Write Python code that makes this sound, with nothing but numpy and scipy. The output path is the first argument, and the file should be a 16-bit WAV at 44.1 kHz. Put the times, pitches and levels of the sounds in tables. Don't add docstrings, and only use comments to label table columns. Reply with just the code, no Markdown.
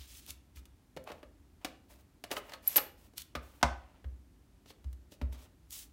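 import sys
import numpy as np
from scipy import signal
from scipy.fft import rfft, irfft
from scipy.io import wavfile
from scipy.ndimage import uniform_filter1d

SR = 44100
rng = np.random.default_rng(int(sys.argv[2]) if len(sys.argv) > 2 else 0)


def to_wav(s):
    ch = np.atleast_2d(s).T
    pcm = np.round(np.clip(ch, -1, 1) * 32767)
    wavfile.write(sys.argv[1], SR, pcm.astype(np.int16))


N = 261336
TIME = np.arange(N) / SR
HIT_TIME = np.arange(SR // 2) / SR


def amp(db):
    return 10 ** (np.asarray(db) / 20)


def unit_rms(x):
    return x / np.sqrt(np.mean(x ** 2) + 1e-20)


def curve_at(points, hz):
    f, value = np.transpose(points)
    return np.interp(np.log(hz + 1), np.log(f + 1), value)


def fade(t, t60):
    return np.exp(-np.log(1000) * t / np.maximum(t60, 1e-3))


def add(mix, s, sound):
    start = round(s * SR)
    sound = sound[max(-start, 0):]
    part = mix[max(start, 0):][:len(sound)]
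    part += sound[:len(part)]


def eq(x, curve):
    size = 4096
    log_gain = np.log(amp(curve_at(curve, abs(np.fft.fftfreq(size, 1 / SR)))))
    minimum_phase = np.exp(np.conj(signal.hilbert(log_gain)))
    taps = np.fft.ifft(minimum_phase).real
    return signal.fftconvolve(x, taps[:size // 2])[:len(x)]


def burst(decay):
    spectrum = rfft(rng.standard_normal(len(HIT_TIME)) * fade(HIT_TIME, decay))
    evened = spectrum / np.sqrt(abs(spectrum) + 1e-12)
    x = irfft(evened, len(HIT_TIME)) * fade(HIT_TIME, decay * 10)
    return x / np.linalg.norm(x)


def ping(hz, t60):
    return np.sin(2 * np.pi * hz * HIT_TIME) * fade(HIT_TIME, t60)


def ring(modes):
    return sum((-1) ** k * amp(db) * ping(hz, t60) for k, (hz, db, t60) in enumerate(modes))


def friction(curve, grain_db, grain_s=0.0015):
    catches = unit_rms(uniform_filter1d(rng.standard_normal(N), size=round(grain_s * SR)))
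    clumps = unit_rms(uniform_filter1d(rng.standard_normal(N), size=400))
    grains = rng.standard_normal(N) * amp(grain_db * (catches + 0.53 * clumps))
    return unit_rms(eq(grains, curve))


def strokes(rows, layer):
    gain = np.zeros(N)
    for s, length, *levels_db, swell_db in rows:
        t = TIME - s
        ease = .1 * length
        attack = np.maximum(-t, 0) / (.01 + ease)
        release = np.maximum(t - length, 0) / (.022 + ease)
        ramp_db = swell_db * (np.clip(t / length, 0, 1) - .5)
        gain += amp(levels_db[layer] + ramp_db - 20 * np.minimum(attack + release, 10))
    return gain


# frequency in Hz, gain in dB.
ROOM_TONE_EQ = [(15, -41.5), (25, -14.5), (59, 1), (141, -14.5), (242, -13.5), (277, -11.5), (394, -21),
                (476, -28), (560, -27), (988, -30.5), (1100, -32), (1330, -32.5), (2840, -37.5),
                (12200, -43), (16000, -46)]

def room_tone(level_db=-62):
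    return amp(level_db) * unit_rms(eq(rng.standard_normal(N), ROOM_TONE_EQ))


# frequency in Hz, t60 in seconds.
REVERB_DECAY = [(100, 0.76), (300, 0.6), (800, 0.37), (2000, 0.39), (5000, 0.33), (13000, 0.24)]

def reverb(x, wet_db=-10.5, build_s=0.0032):
    hz, t, bands = signal.stft(rng.standard_normal(len(HIT_TIME)), SR, nperseg=256)
    bands *= fade(t, curve_at(REVERB_DECAY, hz)[:, None])
    tail = signal.istft(bands, SR, nperseg=256)[1][:len(HIT_TIME)]
    tail *= 1 - np.exp(-(HIT_TIME / build_s) ** 2)
    tail /= np.linalg.norm(tail)
    tail = eq(tail, [(100, -4), (300, 1), (800, 3), (2500, -.5), (5000, -3), (13000, -2)])
    return amp(wet_db) * signal.fftconvolve(x, tail)[:N]


# pitch in Hz, level in dB, t60 and rise in seconds.
BOOM_MODES = [(66.3, 12, 0.18, .022), (45.7, -11, .22, 0.018), (108, -19, 0.24, 0.0062)]
# pitch in Hz, level in dB, t60 in seconds.
BOARD_MODES = [(148, 1, .15), (239, -0.5, 0.2), (290.7, -1, .12), (393, -10, 0.14)]
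# start in seconds, boom and knock levels in dB.
TABLE_PUSHES = [(-.018, -46.5, -84), (.288, -48, -64), (0.554, -44.5, -68), (.612, -56, -66),
                (.968, -54.5, -50.5), (1.105, -55, -54), (3.3525, -41.5, -42.5), (3.6272, -29, -30),
                (4.0414, -34, -57.5), (4.844, -33, -58.5), (5.215, -27.5, -39.5), (5.322, -60, -52)]

def table_boom(echo_db=-9, round_trip_s=.0632):
    boom = 0
    for hz, db, t60, rise in BOOM_MODES:
        swell = 1 - np.exp(-(HIT_TIME / rise) ** 2)
        boom -= amp(db) * ping(hz, t60) * swell
    knock = ring(BOARD_MODES) * (1 - fade(HIT_TIME, 0.046))
    out = np.zeros(N)
    for s, boom_db, knock_db in TABLE_PUSHES:
        add(out, s, amp(knock_db) * knock)
        for trip in range(4):
            add(out, s + trip * round_trip_s, amp(boom_db + trip * echo_db) * boom)
    return out


# frequency in Hz, gain in dB.
RUSTLE_EQ = [(300, -27), (800, -10.5), (1500, -7.5), (3300, 2.5), (5500, -1.5), (8000, -15), (16000, -21.5)]
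FIZZ_EQ = [(1500, -30.5), (3500, -16.5), (6000, -0.5), (9000, -2), (14000, -3.5), (16000, -2.5)]
FLICK_EQ = [(300, -39), (800, -21), (1500, -15), (3500, 1), (6000, -4), (9000, -4), (14000, 0),
            (16000, -13)]
# start and length in seconds, rustle, fizz and swell in dB.
CARD_SLIDES = [(0, 0.056, -60, -61, -6), (.08, .115, -61.5, -57, 3), (.225, 0.055, -68, -66, 2),
               (.283, 0.023, -53, -50, 6.5), (.562, 0.029, -64, -62, -4),
               (3.176, 0.035, -53.5, -50.5, -1.5), (4.665, 0.04, -65, -66.5, 12.5),
               (5.118, 0.025, -65.5, -64.5, -1.5), (5.327, 0.024, -62.5, -64.5, 2),
               (5.38, 0.071, -69.5, -66.5, 2), (5.724, .11, -57.5, -48.5, -6.5)]
# start in seconds, relative level in dB, nominal decay in seconds.
PAPER_FLICKS = [(0.264, -25.5, .012), (0.284, -34, .02), (0.3064, -14.5, 0.009), (0.56, -36, .02),
                (3.1798, -10.5, 0.022), (3.2186, -18.5, 0.023), (5.33, -30, .02), (5.7073, -22.5, 0.0061)]

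def card_on_paper(flick_db=1):
    out = strokes(CARD_SLIDES, layer=0) * friction(RUSTLE_EQ, grain_db=2)
    out += strokes(CARD_SLIDES, layer=1) * friction(FIZZ_EQ, grain_db=1.5)
    for s, db, decay in PAPER_FLICKS:
        add(out, s, amp(db + flick_db) * eq(burst(decay), FLICK_EQ))
    return out


# frequency in Hz, gain in dB.
RASP_EQ = [(120, -33), (300, -10.5), (550, 2), (950, 0.5), (1600, -7), (2900, -7.5), (4200, -15.5),
           (6500, -23.5), (14000, -45.5)]
# start and length in seconds, relative rasp and hiss levels in dB, swell in dB.
SCRAPES = [(.283, 0.0098, -60, -63, 0), (1.074, .034, -49.5, -64, -1.5), (1.12, 0.075, -66, -75, -4),
           (1.615, .03, -67, -77, -4), (1.902, 0.058, -67, -63, -7.5), (1.99, 0.023, -72, -69, -1),
           (2.314, .016, -44, -44, 3.5), (2.367, 0.013, -44, -47, -0.5), (2.44, .105, -58, -65, 8),
           (2.632, 0.041, -64, -61, 2.5), (2.675, 0.091, -58.5, -45.5, 1), (2.98, 0.09, -71.5, -67.5, 2),
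           (3.43, .18, -67.5, -67.5, -3.5), (3.78, 0.24, -69, -91.5, -6.5), (5.33, 0.13, -66, -78, 0)]

def plastic_scrapes(level_db=-1):
    hiss_eq = [(500, -23.5), (2500, -3.5), (6000, -4.5), (10000, -5), (15000, -3.5)]
    rasp = strokes(SCRAPES, layer=0) * friction(RASP_EQ, grain_db=2.5)
    hiss = strokes(SCRAPES, layer=1) * friction(hiss_eq, grain_db=1.5)
    return amp(level_db) * (rasp + hiss)


# start and length in seconds, level in dB, slips per second, centre pitch in Hz.
LID_SQUEAKS = [(2.6758, .0095, -13, 700, 11790), (2.7601, .004, -12.5, 340, 13400),
               (2.766, .008, -7, 330, 13600), (2.7698, .008, -10, 280, 12020)]

def lid_squeaks(ring_t60=0.0097, grit_decay=.007):
    out = np.zeros(N)
    for s, length, db, rate, hz in LID_SQUEAKS:
        grit_eq = [(hz * .45, -28), (hz * .85, -9), (hz * .88, 4), (hz * 1.32, 4), (hz * 1.16, -12)]
        for since in np.arange(0, length, 1 / rate):
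            late, detune = rng.uniform(-1, 1, 2)
            tone = ping(hz * (1 + .025 * detune), ring_t60) * (1 - fade(HIT_TIME, 0.0011))
            grit = eq(burst(grit_decay), grit_eq)
            add(out, s + since + 0.16 * late / rate, amp(db) * fade(since, .08) * (tone + grit))
    return out


# frequency in Hz, gain in dB.
CRACK_EQ = [(100, -18.5), (300, -6.5), (450, -7), (700, -2), (1000, 5.5), (1300, -3), (1900, -2),
            (2600, -4), (4000, -13), (6000, -11.5), (8500, -22.5), (16000, -38.5)]
# pitch in Hz, relative level in dB, t60 in seconds.
STAMP_MODES = [(536, -8.5, 0.09), (698, -2.5, 0.078), (812, -5, 0.098), (919.5, -0.5, 0.049),
               (980, 0, 0.086), (1046, -6.5, 0.014), (1525, -5.5, 0.069)]

def stamp_landing(start_s=3.6288, crack_db=13, tick_db=3, body_db=-21):
    crack = eq(burst(0.059), CRACK_EQ)
    tick = eq(burst(.009), [(800, 2), (3000, -3.5), (5500, 3.5), (9000, -13), (15000, -20.5)])
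    body = ring(STAMP_MODES) * (1 - fade(HIT_TIME, 0.0077))
    out = np.zeros(N)
    add(out, start_s, amp(crack_db) * crack + amp(tick_db) * tick + amp(body_db) * body)
    return out


# pitch in Hz, relative level in dB, t60 in seconds.
SHELL_MODES = [(300, -2.5, 0.028), (540, -2, 0.068), (672, -1.5, 0.018), (1270, -2.5, 0.13),
               (1864, -7.5, .03), (2883, -0.5, 0.069)]
# start in seconds, relative level in dB, weight
# (bass over mids) in dB, hardness (treble over mids) in dB, note of the struck spot in Hz.
CASE_KNOCKS = [(0.57, -22.5, -17, -19, 2400), (0.655, -30.5, -11, -2.5, 3540), (0.9652, -19, 12, -14, 443),
               (0.971, -12.5, 16, -24, 521), (1.04, -43.5, 0, 12.5, 7000), (1.103, -15.5, 10, -42, 488),
               (1.118, -13, 2, -23, 720), (1.23, -17, 10.5, -40, 940), (1.647, -1, 2.5, -13, 757),
               (2.2393, -10.5, 2.5, -12, 692), (2.307, -13, 5, -30.5, 450), (2.3136, -.5, 4, -13.5, 1380),
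               (2.367, -1, -7.5, -29, 3080), (2.495, -17, -9.5, -17, 580), (2.52, -13, -9, -25.5, 1980),
               (2.5357, -7.5, -14, -21, 4295), (2.759, 1, 3, -6.5, 2954), (2.7677, -5.5, -3, 11, 1403),
               (2.779, 6, -3, -16.5, 835), (3.136, -38.5, 25.5, -7, 547), (3.352, 0.5, -1.5, -29.5, 1193),
               (3.613, -20.5, 7, -36, 880), (4.043, -21.5, 6, -42, 3390), (4.659, -28, 12.5, -17, 5870),
               (4.704, -22, 8.5, -20, 2980), (4.843, -28.5, 11, -12, 540), (4.929, -35, 5, 2, 2860),
               (5.121, -28.5, 16, -5.5, 562), (5.2144, -10.5, 10, -33, 950), (5.325, -27, 15, -11.5, 900)]

def case_knocks(level_db=-1.5, shell_db=-39, spot_db=-32):
    out = np.zeros(N)
    for s, db, weight_db, hard_db, spot_hz in CASE_KNOCKS:
        thud, body = db + weight_db, db + .55 * weight_db
        click, snap = db + .32 * hard_db, db + hard_db
        hollow_eq = [(110, thud - 16), (280, thud), (700, body), (1300, db - 3), (3000, db - 24)]
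        hard_eq = [(600, db - 18), (1700, db), (4400, click + 1), (11000, snap), (16000, snap - 3)]
        decay = 0.053 * 2 ** (db / 43.5)
        modes = amp(shell_db) * ring(SHELL_MODES) + amp(spot_db) * ping(spot_hz, decay)
        hollow = eq(burst(decay * 1.4) + modes, hollow_eq)
        hard = eq(burst(decay * 0.9) + modes, hard_eq)
        add(out, s, amp(level_db) * (hollow + hard))
    return out


def scene():
    handling = case_knocks() + lid_squeaks() + stamp_landing() + card_on_paper() + plastic_scrapes()
    return (room_tone() + table_boom() + reverb(handling) + handling)[None]


def record(dry, low_cut_hz=36, high_cut_hz=15950):
    low_cut = signal.butter(3, low_cut_hz, "high", fs=SR, output="sos")
    high_cut = signal.firwin(255, high_cut_hz, window=("kaiser", 8), fs=SR)
    return signal.oaconvolve(signal.sosfilt(low_cut, dry), high_cut[None], "same")


dry = scene()
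out = record(dry)
to_wav(out)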